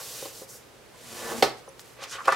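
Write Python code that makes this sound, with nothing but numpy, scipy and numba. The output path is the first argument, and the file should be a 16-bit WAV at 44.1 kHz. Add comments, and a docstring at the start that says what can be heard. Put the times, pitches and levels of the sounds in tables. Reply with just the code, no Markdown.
"""A stylus scores cardstock on a plastic scoring board, at a desk in a small room.
Drawn down a groove, the tip crushes fibres (hiss) and stick-slips (rasp), then knocks on the board.
Before the stroke a hand slides over the sheet; after it fingers brush and lift the card,
which buckles with two dull pops. Ventilation noise and faint mains hum lie underneath."""
import sys
import numpy as np
from scipy import signal
from scipy.fft import rfft, irfft, next_fast_len
from scipy.io import wavfile
from numba import njit

SR = 44100
rng = np.random.default_rng(int(sys.argv[2]) if len(sys.argv) > 2 else 0)


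def generate_wav(signal):
    """Clip the signal to [-1, 1] and save it as 16-bit WAV at the path in sys.argv[1]."""
    frames = np.transpose(np.atleast_2d(signal))
    scaled = np.clip(frames, -1, 1) * 32767
    pcm = np.round(scaled).astype(np.int16)
    wavfile.write(sys.argv[1], SR, pcm)


N = 103811
T = np.arange(N) / SR


def stylus():
    """The tip crushes fibres; its stick-slip shakes the board, whose drone grows towards the edge."""
    # stroke envelopes: time_s, hiss_db, rasp_db, drone_db
    stroke = [(.88, -84, -90, -80), (.95, -59, -56, -76), (1.03, -50, -66.5, -66),
              (1.11, -45.5, -50.5, -54), (1.18, -40.5, -44, -55.5), (1.25, -41, -36, -52.5),
              (1.32, -39, -32, -52), (1.35, -43, -35, -38), (1.385, -38.5, -41, -39.5),
              (1.418, -42.5, -40.5, -51), (1.43, -57, -54, -62)]
    # fibre and groove spectra: freq_hz, level_db
    fibre_colour = [(300, 0), (1500, -2), (3300, 0.5), (5000, -0.5), (7500, 0), (12000, -5), (16000, -13.5)]
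    groove_colour = [(60, -22), (170, -8.5), (280, -10), (350, -4), (520, 2.5), (800, -1.5), (1300, -5.5),
                     (1800, -10), (2600, -21), (6000, -27)]
    # board resonances under the tip: centre_hz, relative_width, level_db
    groove_peaks = [(362, 0.17, -13.5), (469, 0.11, -6), (1002.6, 0.033, -6.5), (1748, 0.023, -15.5)]
    sag_from_s, sag_per_s = 1.3, 0.56
    drone_hz, waver, flutter_db = 232.4, 0.024, 4.5
    hiss = unit(colour(grains(per_s=13000, spread_db=0), fibre_colour))
    slips = grains(per_s=5000, spread_db=3)
    sag = 1 - sag_per_s * np.clip(T - sag_from_s, 0, .5)  # resonances fall near the edge
    peaks = sum(amp(db) * unit(band(slips, hz * sag, width)) for hz, width, db in groove_peaks)
    rasp = unit(unit(colour(slips, groove_colour)) + peaks)
    pitch_hz = drone_hz * (1 + waver * wander(rate_hz=33))
    flutter = amp(flutter_db * wander(rate_hz=25))
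    drone = unit(np.sin(2 * np.pi * np.cumsum(pitch_hz) / SR) * flutter)
    return hiss * curve(stroke, 1) + rasp * curve(stroke, 2) + drone * curve(stroke, 3)


def knocks(size=16000):
    """The stylus runs off the card and hits the board: crack, ringing plastic, short rattle."""
    # impacts: start_s, level_db
    hits = [(1.4243, 0.5), (1.4438, -22)]
    # board modes: freq_hz, level_db, t60_s
    board_modes = [(133.5, -35.5, 0.23), (232.6, -27.5, 0.157), (320, -29.5, 0.14), (400, -17, 0.1),
                   (485, -12.5, 0.074), (574, -15.5, 0.072), (763, -11, 0.058), (940, -20, 0.067),
                   (1268, -20, 0.11), (1463, -31.5, 0.13), (1765, -31, 0.1), (2074, -23, 0.062),
                   (2234, -20.5, 0.06), (2540, -30, .1)]
    # crack and rattle spectra: freq_hz, level_db
    crack_colour = [(100, -27), (260, -24), (420, -13), (900, 3), (1600, 3), (3000, 0.5), (4600, 0.5),
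                    (6000, -9.5), (9500, -11.5), (11000, -21), (12700, -13.5), (16000, -25)]
    rattle_colour = [(40, -7), (170, -23), (270, -8), (340, 6.5), (750, 3.5), (1100, -2), (2600, -9),
                     (4600, -3), (6200, -13), (10000, -18.5), (16000, -26)]
    rise_s = 0.00055
    attack = 1 - np.exp(-T[:size] / rise_s)
    plastic = ring(board_modes, push_s=.00008, size=size, radiate_hz=153)
    out = np.zeros(N)
    for start_s, db in hits:
        crack = amp(-14) * burst(crack_colour, size, t60_s=0.039) * attack
        rattle = amp(-19.5) * burst(rattle_colour, size, t60_s=0.21)
        add(out, start_s, amp(db) * (plastic + crack + rattle))
    return out


def hand():
    """Skin slides on paper: hiss shaped by the gap under the hand, plus a soft board rustle."""
    # slide envelope and gap resonance: time_s, level_db, gap_hz
    slide = [(0, -40.5, 3730), (.05, -40.5, 3580), (.12, -40, 3670), (.22, -39.5, 3340), (.28, -42.5, 3050),
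             (.325, -49, 3550), (.355, -44.5, 4160), (.42, -46, 4460), (.445, -49.5, 4550),
             (.465, -63, 4800), (.48, -56, 5200), (.495, -46.5, 5700), (.565, -47.5, 5700),
             (.62, -63, 5400), (.7, -70, 5330)]
    # skin friction and board rustle spectra: freq_hz, level_db
    skin_colour = [(300, -3), (1500, 6), (3500, -3.5), (6500, 1), (9000, 0.5), (12000, 0), (16000, -6)]
    rustle_colour = [(60, -8), (200, -9), (330, -5), (480, 6), (700, -5), (1200, -4), (2000, -9.5),
                     (3000, -34), (6000, -19)]
    times_s, _, resonances_hz = np.array(slide).T
    gap_hz = np.interp(T, times_s, resonances_hz)
    skin = noise(skin_colour)
    hiss = unit(highpass(skin, gap_hz, width=0.57))
    gap_ring = amp(-22) * unit(band(skin, gap_hz, width=0.14))
    rustle = amp(-11) * noise(rustle_colour)
    return (hiss + gap_ring + rustle) * curve(slide)


def fingers(size=4000):
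    """Fingers, nails and tip touch the card: soft taps, ticks, a tiny squeak, short brushes."""
    # soft taps: start_s, level_db, push_s
    taps = [(.2235, -27, 0.001), (.2545, -32, 0.00035), (.2575, -33.5, 0.00097), (.261, -37.5, 0.00036),
            (.416, -27.5, 0.0015), (.428, -38.5, 0.00068), (1.677, -39.5, 0.00013), (1.989, -42, 0.00055),
            (2.02, -40, 0.00038), (2.149, -41, 0.00041), (2.256, -41, 0.00037)]
    # board modes damped by card and hand: freq_hz, level_db, t60_s
    damped_modes = [(374, -0.5, 0.021), (450, 0, 0.049), (540.7, 0.5, 0.11), (787, -3, 0.045),
                    (1020, -3, 0.048), (1304, -5.5, 0.06)]
    # nail and tip ticks: start_s, level_db, t60_s
    ticks = [(.2548, -35, 0.017), (1.7945, -34, 0.011), (2.0386, -33, 0.017), (2.2567, -32.5, 0.014)]
    # tick spectrum: freq_hz, level_db
    tick_colour = [(200, -14), (800, -2), (1600, 0), (3200, 5), (5500, 0), (9000, -10), (16000, -8)]
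    # finger brushes: peak_s, half_length_s, level_db, centre_hz, relative_width, glide_oct_per_s
    brushes = [(.005, 0.016, -45.5, 900, 1.05, -8), (1.585, 0.013, -55.5, 5000, 1.9, 11),
               (1.806, 0.0097, -49.5, 7000, 2.4, -5), (1.876, .06, -57, 4000, 4.2, 3),
               (2.034, 0.036, -43, 1210, 2.35, 4), (2.036, 0.013, -41.5, 4240, 1.5, -3),
               (2.123, 0.026, -40.5, 6000, 0.99, 5), (2.148, 0.02, -41.5, 3070, 0.51, 0),
               (2.149, 0.023, -41, 1330, 0.87, -4), (2.2, .018, -36.5, 1210, 0.5, -3),
               (2.212, 0.05, -55.5, 5550, 1.3, 8), (2.262, .011, -38.5, 1610, 2.2, -5),
               (2.345, 0.049, -34, 1110, 2.8, 7)]
    out, friction = np.zeros(N), grains(per_s=9000, spread_db=3)
    for start_s, db, push_s in taps:
        add(out, start_s, amp(db) * ring(damped_modes, push_s, size, radiate_hz=223))
    for start_s, db, t60_s in ticks:
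        add(out, start_s, amp(db) * burst(tick_colour, size, t60_s))
    for hz, width_hz, db in [(6050, 290, -52), (9740, 500, -50.5)]:
        squeak = unit(shape(friction, lambda f: np.exp(-((f - hz) / width_hz) ** 2)))
        out += amp(db) * swell(peak_s=1.69, half_s=0.0026) * squeak
    for peak_s, half_s, db, hz, width, glide in brushes:
        near = np.abs(T - peak_s) < 4 * half_s
        touch = swell(peak_s, half_s)[near]
        octaves = glide * np.clip(T[near] - peak_s, -2 * half_s, 2 * half_s)
        rub = touch * band(rng.permutation(friction[near]), hz * 2 ** octaves, width)
        out[near] += amp(db) * rub * np.sqrt(np.sum(touch ** 2) / np.sum(rub ** 2))
    return out


def sheet(size=8000):
    """The lifted card snaps through in quick steps, each ringing the sheet and crackling."""
    # buckling steps: start_s, ring_db, push_s, crackle_db
    pops = [(2.2735, -15, 0.00078, -34), (2.2793, -6, 0.00039, -28), (2.283, -11.5, 0.00032, -42),
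            (2.2885, -14, 0.000084, -36.5), (2.301, -22, 0.00025, -34.5), (2.322, -19, 0.00011, -26.5),
            (2.327, -19.5, 0.00025, -43)]
    # sheet modes: freq_hz, level_db, t60_s
    sheet_modes = [(387.5, -11.5, 0.04), (527, -13.5, 0.078), (670, -13.5, 0.14), (817, -7.5, 0.038),
                   (982, -5, 0.069), (1198, 1, 0.058), (1286, -0.5, 0.027), (1457, 0.5, 0.022),
                   (1750, -11, 0.047), (2000, -10, 0.027), (2640, -15.5, 0.048)]
    # crackle spectrum: freq_hz, level_db
    crackle_colour = [(60, -18), (250, -3), (1000, 7.5), (2500, 1), (5000, -3), (8500, -5.5), (12000, -14),
                      (16000, -22)]
    out = np.zeros(N)
    for start_s, ring_db, push_s, crackle_db in pops:
        pop = amp(ring_db) * ring(sheet_modes, push_s, size, radiate_hz=410)
        crackle = amp(crackle_db) * burst(crackle_colour, size, t60_s=0.053)
        add(out, start_s, pop + crackle)
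    return out


def room(x, size=22000):
    """Adds desk reflections and a short room tail, wider in the treble."""
    # reflection spectra (all, side only, early mid only): freq_hz, gain_db
    room_colour = [(60, -1), (200, 4), (500, -0.5), (1500, 4.5), (4500, -4), (8000, -5), (16000, -15)]
    side_colour = [(100, 0), (400, -6.5), (1100, -7.5), (2500, -1.5), (6000, 2.5), (14000, -2)]
    early_mid_colour = [(200, -7.5), (800, -7.5), (2000, -0.5), (6000, 0)]

    def echoes(db, t60_s, build_s):
        """Scatter that builds up and decays, as mid and side."""
        build = 1 - np.exp(-(T[:size] / build_s) ** 2)
        tail = rng.standard_normal((2, size)) * fade(t60_s, size) * build
        return colour(amp(db) * tail / np.sqrt(np.sum(tail ** 2) / 2), room_colour)

    early = echoes(db=-4.5, t60_s=0.028, build_s=0.0029)
    late = echoes(db=-11, t60_s=0.4, build_s=0.0095)
    mid = colour(early[0], early_mid_colour) + late[0]
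    side = colour(early[1] + late[1], side_colour)
    response = np.array([mid + side, mid - side]) / np.sqrt(2)
    return x + signal.fftconvolve(x, response[:, :size - 1000], axes=1)[:, :N]


def air():
    """Steady ventilation noise and faint mains hum."""
    # ventilation spectrum: freq_hz, level_db
    vent_colour = [(20, -30), (55, 0), (85, -7), (120, 2), (170, -5), (300, -4), (450, 2), (650, -4.5),
                   (1100, -7), (2000, -10), (4500, -15.5), (10000, -20.5), (16000, -28)]
    hum_hz = 119.8
    side = 0.66 * noise(vent_colour)
    mid = noise(vent_colour)
    hum = np.sqrt(2) * np.sin(2 * np.pi * hum_hz * T)
    return amp(-53) * np.array([mid + side, mid - side]) + amp(-67) * hum


def ring(modes, push_s, size, radiate_hz):
    """Modes of alternating sign struck by a push (longer is duller); a plate radiates little bass."""
    impulse = sum((-1) ** k * amp(db) * np.sin(2 * np.pi * hz * T[:size]) * fade(t60_s, size)
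                  for k, (hz, db, t60_s) in enumerate(modes))
    push = T[:size] * np.exp(-np.pi * T[:size] / push_s)
    struck = signal.fftconvolve(impulse, push / push.sum())[:size]
    return low_cut(struck, radiate_hz)


def grains(per_s, spread_db):
    """Tiny slips at random times, of uneven size."""
    fires = rng.random(N) < per_s / SR
    return fires * rng.standard_normal(N) * amp(spread_db * rng.standard_normal(N))


def noise(points, size=N):
    """Coloured noise of rms 1."""
    return unit(colour(rng.standard_normal(size), points))


def burst(points, size, t60_s):
    """Decaying coloured noise."""
    return noise(points, size) * fade(t60_s, size)


def wander(rate_hz):
    """Random drift of rms 1."""
    return unit(shape(rng.standard_normal(N), lambda f: np.exp(-(f / rate_hz) ** 2)))


def curve(rows, column=1):
    """Gain along a dB column; opens 30 ms before the first row, silent after the last."""
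    rows = np.array(rows)
    db = np.interp(T, rows[:, 0], rows[:, column], right=-120)
    return amp(db) * (T >= rows[0, 0] - .03)


def fade(t60_s, size):
    """Exponential decay."""
    return np.exp(-np.log(1000) * T[:size] / t60_s)


def swell(peak_s, half_s):
    """Gaussian rise and fall."""
    return np.exp(-((T - peak_s) / half_s) ** 2 / 2)


def shape(x, gain_at):
    """Filter by a gain function of frequency."""
    size = next_fast_len(x.shape[-1], real=True)
    hz = np.fft.rfftfreq(size, 1 / SR) + 1
    return irfft(rfft(x, size) * gain_at(hz), size)[..., :x.shape[-1]]


def colour(x, points):
    """Filter by (freq_hz, gain_db) points."""
    hz, db = np.array(points).T
    return shape(x, lambda f: amp(np.interp(np.log(f), np.log(hz), db)))


@njit
def svf(x, hz, width):
    """State-variable filter, moving centre, relative width: band-pass and high-pass outputs."""
    y, band_state, low_state = np.empty((2, len(x))), 0., 0.
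    for i in range(len(x)):
        g = np.tan(np.pi * hz[i] / SR)
        mid = (band_state + g * (x[i] + 1e-18 - low_state)) / (1 + g * (g + width))
        low = low_state + g * mid
        band_state, low_state = 2 * mid - band_state, 2 * low - low_state
        y[0, i], y[1, i] = width * mid, x[i] - width * mid - low
    return y


def highpass(x, hz, width):
    """Resonant high-pass with a moving corner."""
    return svf(x, hz, width)[1]


def band(x, hz, width):
    """Steep band-pass: the resonance applied twice."""
    hz = np.clip(hz + np.zeros(len(x)), 20, 15000)
    once = svf(x, hz, float(width))[0]
    return svf(once, hz, float(width))[0]


def low_cut(x, hz):
    """Second-order bass roll-off."""
    return signal.sosfilt(signal.butter(2, hz, "high", fs=SR, output="sos"), x)


def amp(db):
    """Decibels to gain."""
    return 10 ** (np.asarray(db) / 20)


def unit(x):
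    """Scale to rms 1."""
    return x / np.sqrt(np.mean(x ** 2))


def add(out, start_s, x):
    """Mix x into out."""
    i = max(int(start_s * SR), 0)
    out[i:i + len(x)] += x[:max(N - i, 0)]


def pan(x, db):
    """Stereo tilt, left minus right."""
    return x * amp(np.array([[db], [-db]]) / 2)


def scene():
    """All action on the desk, slightly to the right."""
    desk = pan(hand() + stylus(), db=-1) + pan(knocks(), db=-1.5) + pan(fingers() + sheet(), db=-0.8)
    return room(desk) + pan(air(), db=-1.5)


def record(dry):
    """Cuts the deepest bass and the top treble."""
    top_hz = 15750
    top_cut = signal.ellip(10, .2, 80, top_hz, fs=SR, output="sos")
    return signal.sosfilt(top_cut, low_cut(dry, hz=37))


dry = scene()
out = record(dry)
generate_wav(out)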